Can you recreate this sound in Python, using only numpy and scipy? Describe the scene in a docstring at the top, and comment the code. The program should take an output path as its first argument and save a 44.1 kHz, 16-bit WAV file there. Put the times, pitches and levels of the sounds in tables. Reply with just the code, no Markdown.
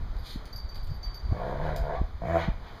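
"""Dogs wrestling on tiles

In a small hard room one dog growls twice: a long rattle with a thin whine at both ends, then a short growl that
swells and opens into a huff. Vocal pulses and puffs of air drive throat filters. Bodies thump as low swings,
and the rumble has a few low lumps of the same shape; a collar tag rings metal modes; claw clicks, a snort of
breath, huffs and two faint paw scuffles are shaped noise. A hand-held camera adds low rumble, and microphone
notches a hollow colour."""
import sys
import numpy as np
from scipy import signal
from scipy.fft import rfft, irfft, next_fast_len
from scipy.io import wavfile
from scipy.ndimage import uniform_filter1d, map_coordinates

SR = 44100
rng = np.random.default_rng(int(sys.argv[2]) if len(sys.argv) > 2 else 0)


def digitize_waveform(pressure):
    """Quantize a signal to 16-bit integers and store it at the path in sys.argv[1].

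    Rows of a 2-D input are taken as channels; values are limited to [-1, 1].
    """
    field = np.atleast_2d(pressure).T
    bounded = np.clip(field, -1, 1)
    quanta = np.round(bounded * 32767).astype(np.int16)
    wavfile.write(sys.argv[1], SR, quanta)


N = 123479


def amp(db):
    """Decibels to gain."""
    return 10 ** (np.asarray(db) / 20)


def unit(x):
    """Scale to rms 1."""
    return x / np.sqrt(np.mean(x ** 2) + 1e-20)


def decay(t, t60_s):
    """Exponential decay, 60 dB down after t60_s."""
    return np.exp(-np.log(1000) * t / t60_s)


def along(points, hz):
    """Interpolate (Hz, value) points on a log frequency axis."""
    f, v = np.transpose(points)
    return np.interp(np.log(hz + 1), np.log(f + 1), v)


def curves(rows):
    """One value per sample for each column after the time."""
    time_s, *columns = np.transpose(rows)
    return [np.interp(np.arange(N) / SR, time_s, c) for c in columns]


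def during(rows):
    """Soft-edged gate over the span of a curve."""
    t = np.arange(N) / SR
    inside = (t > rows[0][0]) & (t < rows[-1][0])
    return uniform_filter1d(1. * inside, size=200)


def filtered(x, response):
    """Multiply the spectrum of x by a response of frequency."""
    size = next_fast_len(N + SR // 2)
    return irfft(rfft(x, size) * response(np.fft.rfftfreq(size, 1 / SR)), size)[:N]


def coloured(x, points):
    """Minimum-phase filter of unit energy with the given (Hz, dB) spectrum, via the folded cepstrum."""
    size = 8192
    cepstrum = irfft(np.log(amp(along(points, np.fft.rfftfreq(size, 1 / SR)))))
    cepstrum[1:size // 2] *= 2
    cepstrum[size // 2 + 1:] = 0
    impulse = irfft(np.exp(rfft(cepstrum)))
    return signal.fftconvolve(x, impulse / np.linalg.norm(impulse))[:N]


def noise(points):
    """Coloured noise of rms 1."""
    return unit(coloured(rng.standard_normal(N), points))


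def wobble(rate_hz, size=N):
    """Smooth random curve through rate_hz knots a second."""
    knots = rng.standard_normal(int(size * rate_hz / SR) + 4)
    return map_coordinates(knots, [np.arange(size) * rate_hz / SR])


def room(x, wet_db):
    """Direct sound plus a hard-room tail of decaying noise, scaled to the same nominal power."""
    # room decay: freq_hz, t60_s
    room_t60 = [(150, 0.31), (700, 0.32), (2500, .38), (6000, 0.25), (14000, 0.18)]
    hz, t, bins = signal.stft(rng.standard_normal(SR // 2), SR, nperseg=256)
    bins = bins * amp(-60 * t / along(room_t60, hz)[:, None])
    tail = signal.istft(bins, SR, nperseg=256)[1]
    tail = np.pad(tail / np.linalg.norm(tail), (90, 0))  # 2 ms pre-delay
    wet = signal.fftconvolve(x, tail)[:N]
    return (x + amp(wet_db) * wet) / np.hypot(1, amp(wet_db))


def background():
    """Room air and lumpy hand-held camera rumble: coloured noise at slowly wandering levels."""
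    # spectra: freq_hz, relative_db
    air_colour = [(100, 11), (300, 1.5), (500, 1), (800, 2), (1200, 0.5), (2000, -6.5), (3200, -10),
                  (4800, -11.5), (6000, -20), (9000, -29), (15000, -32)]
    rumble_colour = [(4, -35), (14, 2), (25, 2.5), (50, -2), (80, -6.5), (120, -17), (200, -26), (400, -42),
                     (1000, -79)]
    # levels: time_s, level_db
    air_db, = curves([(0, -48.5), (1.1, -48.5), (1.5, -47.5), (2.15, -49.5), (2.8, -48)])
    rumble_db, = curves([(0, -26), (.1, -35), (.27, -37.5), (.48, -39.5), (.62, -38.5), (.78, -37.5),
                         (.95, -34.5), (1.18, -41), (1.27, -29), (1.5, -42), (1.62, -31), (2.0, -35.5),
                         (2.12, -39), (2.4, -37.5), (2.56, -35), (2.8, -43.5)])
    air = amp(air_db + 1.2 * wobble(14)) * noise(air_colour)
    rumble = amp(rumble_db + 1.5 * wobble(16)) * noise(rumble_colour)
    return air + rumble


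def snort():
    """A dog snorts a short breath: noise with a fast random level gives the grain."""
    # snort level: time_s, level_db
    snort_level = [(.2, -72), (.26, -46.5), (.31, -44.5), (.345, -47.5), (.39, -65)]
    # snort spectrum: freq_hz, relative_db
    snort_colour = [(800, -14), (2000, -3.5), (3300, 3), (4400, 6.5), (6000, -7), (9500, -13), (13000, -14),
                    (15500, -27)]
    level_db, = curves(snort_level)
    breath = during(snort_level) * amp(level_db + 1.1 * wobble(119.6)) * noise(snort_colour)
    return room(breath, wet_db=-4.5)


def clicks():
    """Claws and teeth crack: noise bursts that die within milliseconds."""
    # claw and tooth clicks: start_s, relative_db
    click_hits = [(0.167, -40), (0.4561, -29), (.5566, -44), (0.7577, -31), (0.769, -42.5), (.845, -35),
                  (.872, -33), (1.0286, -43), (1.1468, -49), (1.763, -19), (1.773, -33)]
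    # click spectrum: freq_hz, relative_db
    click_colour = [(500, -17), (2000, 0), (3300, 1.5), (4500, 7), (6000, -4), (7500, -6), (10000, -7),
                    (14000, -10), (15500, -14)]
    out, t = np.zeros(N + SR), np.arange(SR // 10) / SR
    for start_s, relative_db in click_hits:
        burst = decay(t, t60_s=0.0039) * rng.standard_normal(len(t))
        out[round(start_s * SR):][:len(t)] += amp(relative_db - 4) * burst
    return room(coloured(out[:N], click_colour), wet_db=1.5)


def tag():
    """Each strike scrapes the collar tag on its ring and rings its modes; swinging blurs their phase."""
    # strikes: start_s, level_db, upper_modes_db
    tag_hits = [(.185, -57, 9.5), (.527, -44, 0), (.56, -41.5, 8.5), (.575, -41.5, 2), (.689, -44, -4),
                (0.744, -47.5, 4.5), (0.796, -53, 1), (0.829, -50.5, 1), (0.899, -50, 0), (0.94, -55.5, 8),
                (1.03, -38.5, -13), (1.045, -48.5, 3), (1.1432, -40.5, 1), (1.193, -51, -3),
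                (1.236, -54, -10), (1.3, -59.5, -2), (1.376, -58, -1), (1.841, -59, 5)]
    # tag modes, the low pair first: freq_hz, relative_db, t60_s
    tag_modes = [(4598, -4.5, 0.17), (4630, 2.5, .22), (4861, -4.5, 0.11), (4990, -15, 0.09),
                 (11220, -18, .13), (11886, -14, .13)]
    # scrape spectrum: freq_hz, relative_db
    scrape_colour = [(2000, -24), (4200, -7), (4700, 10), (5200, -5), (6000, 5.5), (6700, -3), (7500, -21),
                     (10500, -28), (12000, -22), (13000, -30)]
    attack_s, blur_cycles, flicker_db = 0.00086, 0.056, 2.5
    scrape_db, scrape_t60_s = -9.5, .08
    rings, scrape, t = np.zeros(N + SR), np.zeros(N + SR), np.arange(SR // 2) / SR
    for start_s, hit_db, upper_db in tag_hits:
        start = round(start_s * SR)
        for k, (hz, mode_db, t60_s) in enumerate(tag_modes):
            cycles = hz * t + rng.random() + blur_cycles * wobble(205, size=len(t))
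            envelope = decay(t, t60_s) * (1 - np.exp(-t / attack_s))
            flicker = amp(flicker_db * wobble(122, size=len(t)))
            gain = amp(hit_db + mode_db + upper_db * (k > 1) + rng.normal(0, 1.1))
            rings[start:][:len(t)] += gain * envelope * flicker * np.sin(2 * np.pi * cycles)
        burst = decay(t, scrape_t60_s) * rng.standard_normal(len(t))
        scrape[start:][:len(t)] += amp(hit_db + scrape_db) * burst
    return room(rings[:N] + coloured(scrape[:N], scrape_colour), wet_db=-5)


def thumps():
    """Soft bodies land on the floor, and the hand-held camera's rumble has low lumps: a brief swing under a
    Gaussian, with no ring."""
    # body thumps and low rumble lumps: centre_s, peak_db, pitch_hz
    thump_hits = [(0.109, -27.5, 35.4), (.168, -27, 30.3), (0.361, -25.5, 208), (0.368, -32, 48.6),
                  (0.559, -34, 92), (.65, -25.5, 52.4), (.84, -30.5, 60), (0.904, -25.5, 86),
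                  (.918, -22.5, 103), (1.08, -25, 44.4), (1.253, -23.5, 54.3), (1.297, -24, 65.3),
                  (1.323, -14.5, 90), (1.326, -25.5, 234), (1.821, -23, 49), (2.015, -17.5, 51.6),
                  (2.015, -22.5, 148), (2.016, -25, 319), (2.042, -20.5, 40.7), (2.155, -28, 65),
                  (2.481, -24.5, 199.6), (2.487, -17, 158), (2.49, -31.5, 305), (2.505, -18, 45.6),
                  (2.544, -33.5, 68.3)]
    sigma_cycles = 0.4
    t, out = np.arange(N) / SR, np.zeros(N)
    for centre_s, peak_db, hz in thump_hits:
        cycles = (t - centre_s) * hz
        out -= amp(peak_db) * np.cos(2 * np.pi * cycles) * np.exp(-.5 * (cycles / sigma_cycles) ** 2)
    return out


def huffs_and_scuffles():
    """Huffs through open jaws, two faint paw scuffles at 0.8 and 1.05 s: noise under lopsided Gaussian swells."""
    # huffs and paw scuffles: peak_s, level_db, rise_sigma_s, fall_sigma_s
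    swells = [(.8, -59, 0.041, 0.036), (1.05, -53, .025, 0.049), (1.66, -49.5, 0.057, 0.045),
              (1.955, -47, .02, 0.018), (2.412, -34, .02, 0.031), (2.68, -47.5, 0.038, 0.0271)]
    # their shared spectrum: freq_hz, relative_db
    swell_colour = [(400, -4), (800, 15.5), (1400, 1), (1950, 5.5), (3000, 2), (4500, -5.5), (6000, -14.5),
                    (9000, -31), (15000, -37)]
    t, envelope = np.arange(N) / SR, np.zeros(N)
    for peak_s, level_db, rise_s, fall_s in swells:
        sigma_s = np.where(t < peak_s, rise_s, fall_s)
        envelope += amp(level_db) * np.exp(-.5 * ((t - peak_s) / sigma_s) ** 2)
    return room(envelope * noise(swell_colour), wet_db=-1)


def whines():
    """A second, much higher throat vibration glides briefly: harmonics of one jittered pitch."""
    # whines at both ends of the long growl: start_s, length_s, start_hz, end_hz, level_db
    whine_rows = [(1.279, 0.17, 371.8, 367.6, -44.5), (1.94, .045, 339.9, 396.5, -37.5)]
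    # harmonics: multiple, relative_db
    whine_partials = [(1, -10), (2, 1), (3, 2), (4, -32), (5, -22), (6, -13)]
    t, out = np.arange(N) / SR, np.zeros(N)
    for start_s, length_s, start_hz, end_hz, level_db in whine_rows:
        progress = np.clip((t - start_s) / length_s, 0, 1)
        hz = (start_hz + (end_hz - start_hz) * progress) * (1 + 0.0144 * wobble(150))
        cycles = np.cumsum(hz) / SR
        tone = sum(amp(db) * np.sin(2 * np.pi * round(k) * cycles) for k, db in whine_partials)
        out += amp(level_db) * np.sin(np.pi * progress) * tone
    return room(out, wet_db=-3.5)


def growl(pitch, effort, mouth, jitter, scatter_db, rasp_db, wet_db):
    """Slow uneven vocal pulses and air puffs ring the throat; open mouth adds rasp, chest a low tone."""
    # throat resonances, relaxed and tense: freq_hz, relative_db
    relaxed_throat = [(100, -22.5), (200, -7.5), (270, -14.5), (400, -11), (500, 0.5), (595, -6.5),
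                      (665, 3.5), (790, -9.5), (900, -9.5), (1010, -6.5), (1200, -22), (1700, -25),
                      (3000, -49.5), (8000, -79)]
    tense_throat = [(100, -28.5), (250, -24.5), (335, -11), (420, -22.5), (505, -8), (590, -12.5), (666, 4),
                    (730, -5), (830, -25.5), (1050, -16), (1300, -26), (3000, -60.5), (8000, -90)]
    # what the chest passes of the lowest harmonics: freq_hz, gain_db
    chest = [(58, -18), (73, -6.5), (83, 1), (105, -6), (125, -2), (150, -2.5), (178, -3), (215, -15),
             (255, -25.5), (335, -11), (400, -26.5)]
    hz, = curves(pitch)
    level_db, chest_db, rough, open_db, tense = curves(effort)
    rough, tense, gate = np.clip(rough, 0, 1), np.clip(tense, 0, 1), during(effort)

    started = np.arange(N) / SR > pitch[0][0]
    cycles = np.cumsum(started * hz * (1 + jitter * rough * wobble(70))) / SR + .5
    at = np.flatnonzero(np.diff(np.floor(cycles)) > 0)
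    pulses = np.zeros(N)
    # sqrt(period) keeps the power independent of pitch
    pulses[at] = np.sqrt(SR / hz[at]) * amp(scatter_db * rng.standard_normal(len(at)))

    def puffs():
        """Noise that bursts and fades in every vocal cycle."""
        return 2.7 * np.exp(-4 * (cycles % 1)) * rng.standard_normal(N)

    folds = gate * amp(level_db) * (np.sqrt(1 - rough) * pulses + np.sqrt(rough) * puffs())
    voice = coloured((1 - tense) * folds, relaxed_throat) + coloured(tense * folds, tense_throat)
    rasp_source = gate * amp(level_db + open_db + rasp_db) * (0.4 * pulses + 0.75 * puffs())
    rasp = coloured(rasp_source, mouth)

    chest_tone = np.zeros(N)
    for k in range(1, 6):
        gain = amp(along(chest, k * hz) + 1.18 * wobble(25))
        chest_tone += gain * np.sqrt(2) * np.sin(2 * np.pi * (k * cycles + rng.random()))
    return room(voice, wet_db) + room(rasp, wet_db=5.5) + gate * amp(chest_db) * chest_tone


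def scene():
    """Both growls over the scuffle."""
    # pitch: time_s, pitch_hz
    long_pitch = [(1.3, 52.16), (1.38, 57.26), (1.45, 61.05), (1.52, 65.82), (1.58, 69.83), (1.64, 77.36),
                  (1.7, 73.03), (1.76, 75.79), (1.81, 71.7), (1.9, 73.16), (1.99, 73.05)]
    short_pitch = [(2.21, 56.84), (2.26, 57.77), (2.29, 79.94), (2.32, 86.63), (2.35, 83.47), (2.39, 82.35),
                   (2.46, 81.9)]
    # effort: time_s, level_db, chest_tone_db, roughness_0_1, mouth_opening_db, throat_tension_0_1
    long_effort = [(1.29, -50, -51, 0.26, -8, 0), (1.352, -39, -41, .2, -2, 0.3),
                   (1.439, -33, -40.5, 0.19, -3.5, 0.2), (1.542, -37, -39, 0.31, -3, 0),
                   (1.66, -33.5, -35, .35, 1, 0), (1.75, -37.5, -36.5, 0.09, -2.5, 0.14),
                   (1.789, -47.5, -41, .15, 5.5, 0), (1.89, -32, -39.5, 0.12, -5.5, 0.2),
                   (1.959, -38.5, -50, 0.46, 1.5, .1), (1.99, -84, -46, 0.48, -22, 0.07)]
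    short_effort = [(2.207, -48.5, -50, 0.06, -9, 0.5), (2.222, -34, -41, .05, -17, 0.6),
                    (2.261, -36, -36, 0.17, 0, 0.8), (2.305, -29, -33.5, 0.25, -5.5, 1),
                    (2.329, -32, -34, 0.09, -1.5, .9), (2.365, -18.5, -33, .05, -10, 1),
                    (2.404, -40.5, -37.5, .15, 6.5, 0.9), (2.459, -52.5, -42, 0.65, 12, 1)]
    # open-mouth rasp spectra: freq_hz, relative_db
    long_mouth = [(500, -32.5), (850, 2.5), (1020, 4.5), (1280, -4), (1550, 8.5), (1850, 1), (2300, -2),
                  (3000, -11), (3700, -8.5), (4700, -17), (6500, -24.5), (9500, -30), (15000, -36)]
    short_mouth = [(500, -44), (850, -4), (1100, 5), (1260, -3.5), (1410, 3.5), (1700, -0.5), (1870, 6),
                   (2050, -3.5), (2270, 2.5), (3000, -11.5), (4600, -23.5), (6500, -21), (9000, -30.5),
                   (15000, -35)]
    scuffle = background() + snort() + clicks() + tag() + thumps() + huffs_and_scuffles()
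    long = growl(long_pitch, long_effort, long_mouth, jitter=.2, scatter_db=2.0, rasp_db=-9.5, wet_db=0.5)
    short = growl(short_pitch, short_effort, short_mouth, jitter=.1, scatter_db=1.3, rasp_db=-5.5, wet_db=-4)
    return (scuffle + whines() + long + short)[None]


def record(dry):
    """The microphone cuts narrow notches; nothing passes above the band limit."""
    # notches: centre_hz, width_hz (of the curve before steepness)
    notches = [(2730, 346), (5520, 400), (7950, 910), (10930, 410)]
    steepness, top_hz = 1.13, 15450

    def response(f):
        """Product of the notches below the band limit."""
        dips = [np.abs(f - hz) / np.hypot(f - hz, width_hz) for hz, width_hz in notches]
        return np.prod(dips, axis=0) ** steepness * (f < top_hz)

    return filtered(dry[0], response)[None]


dry = scene()
out = record(dry)
digitize_waveform(out)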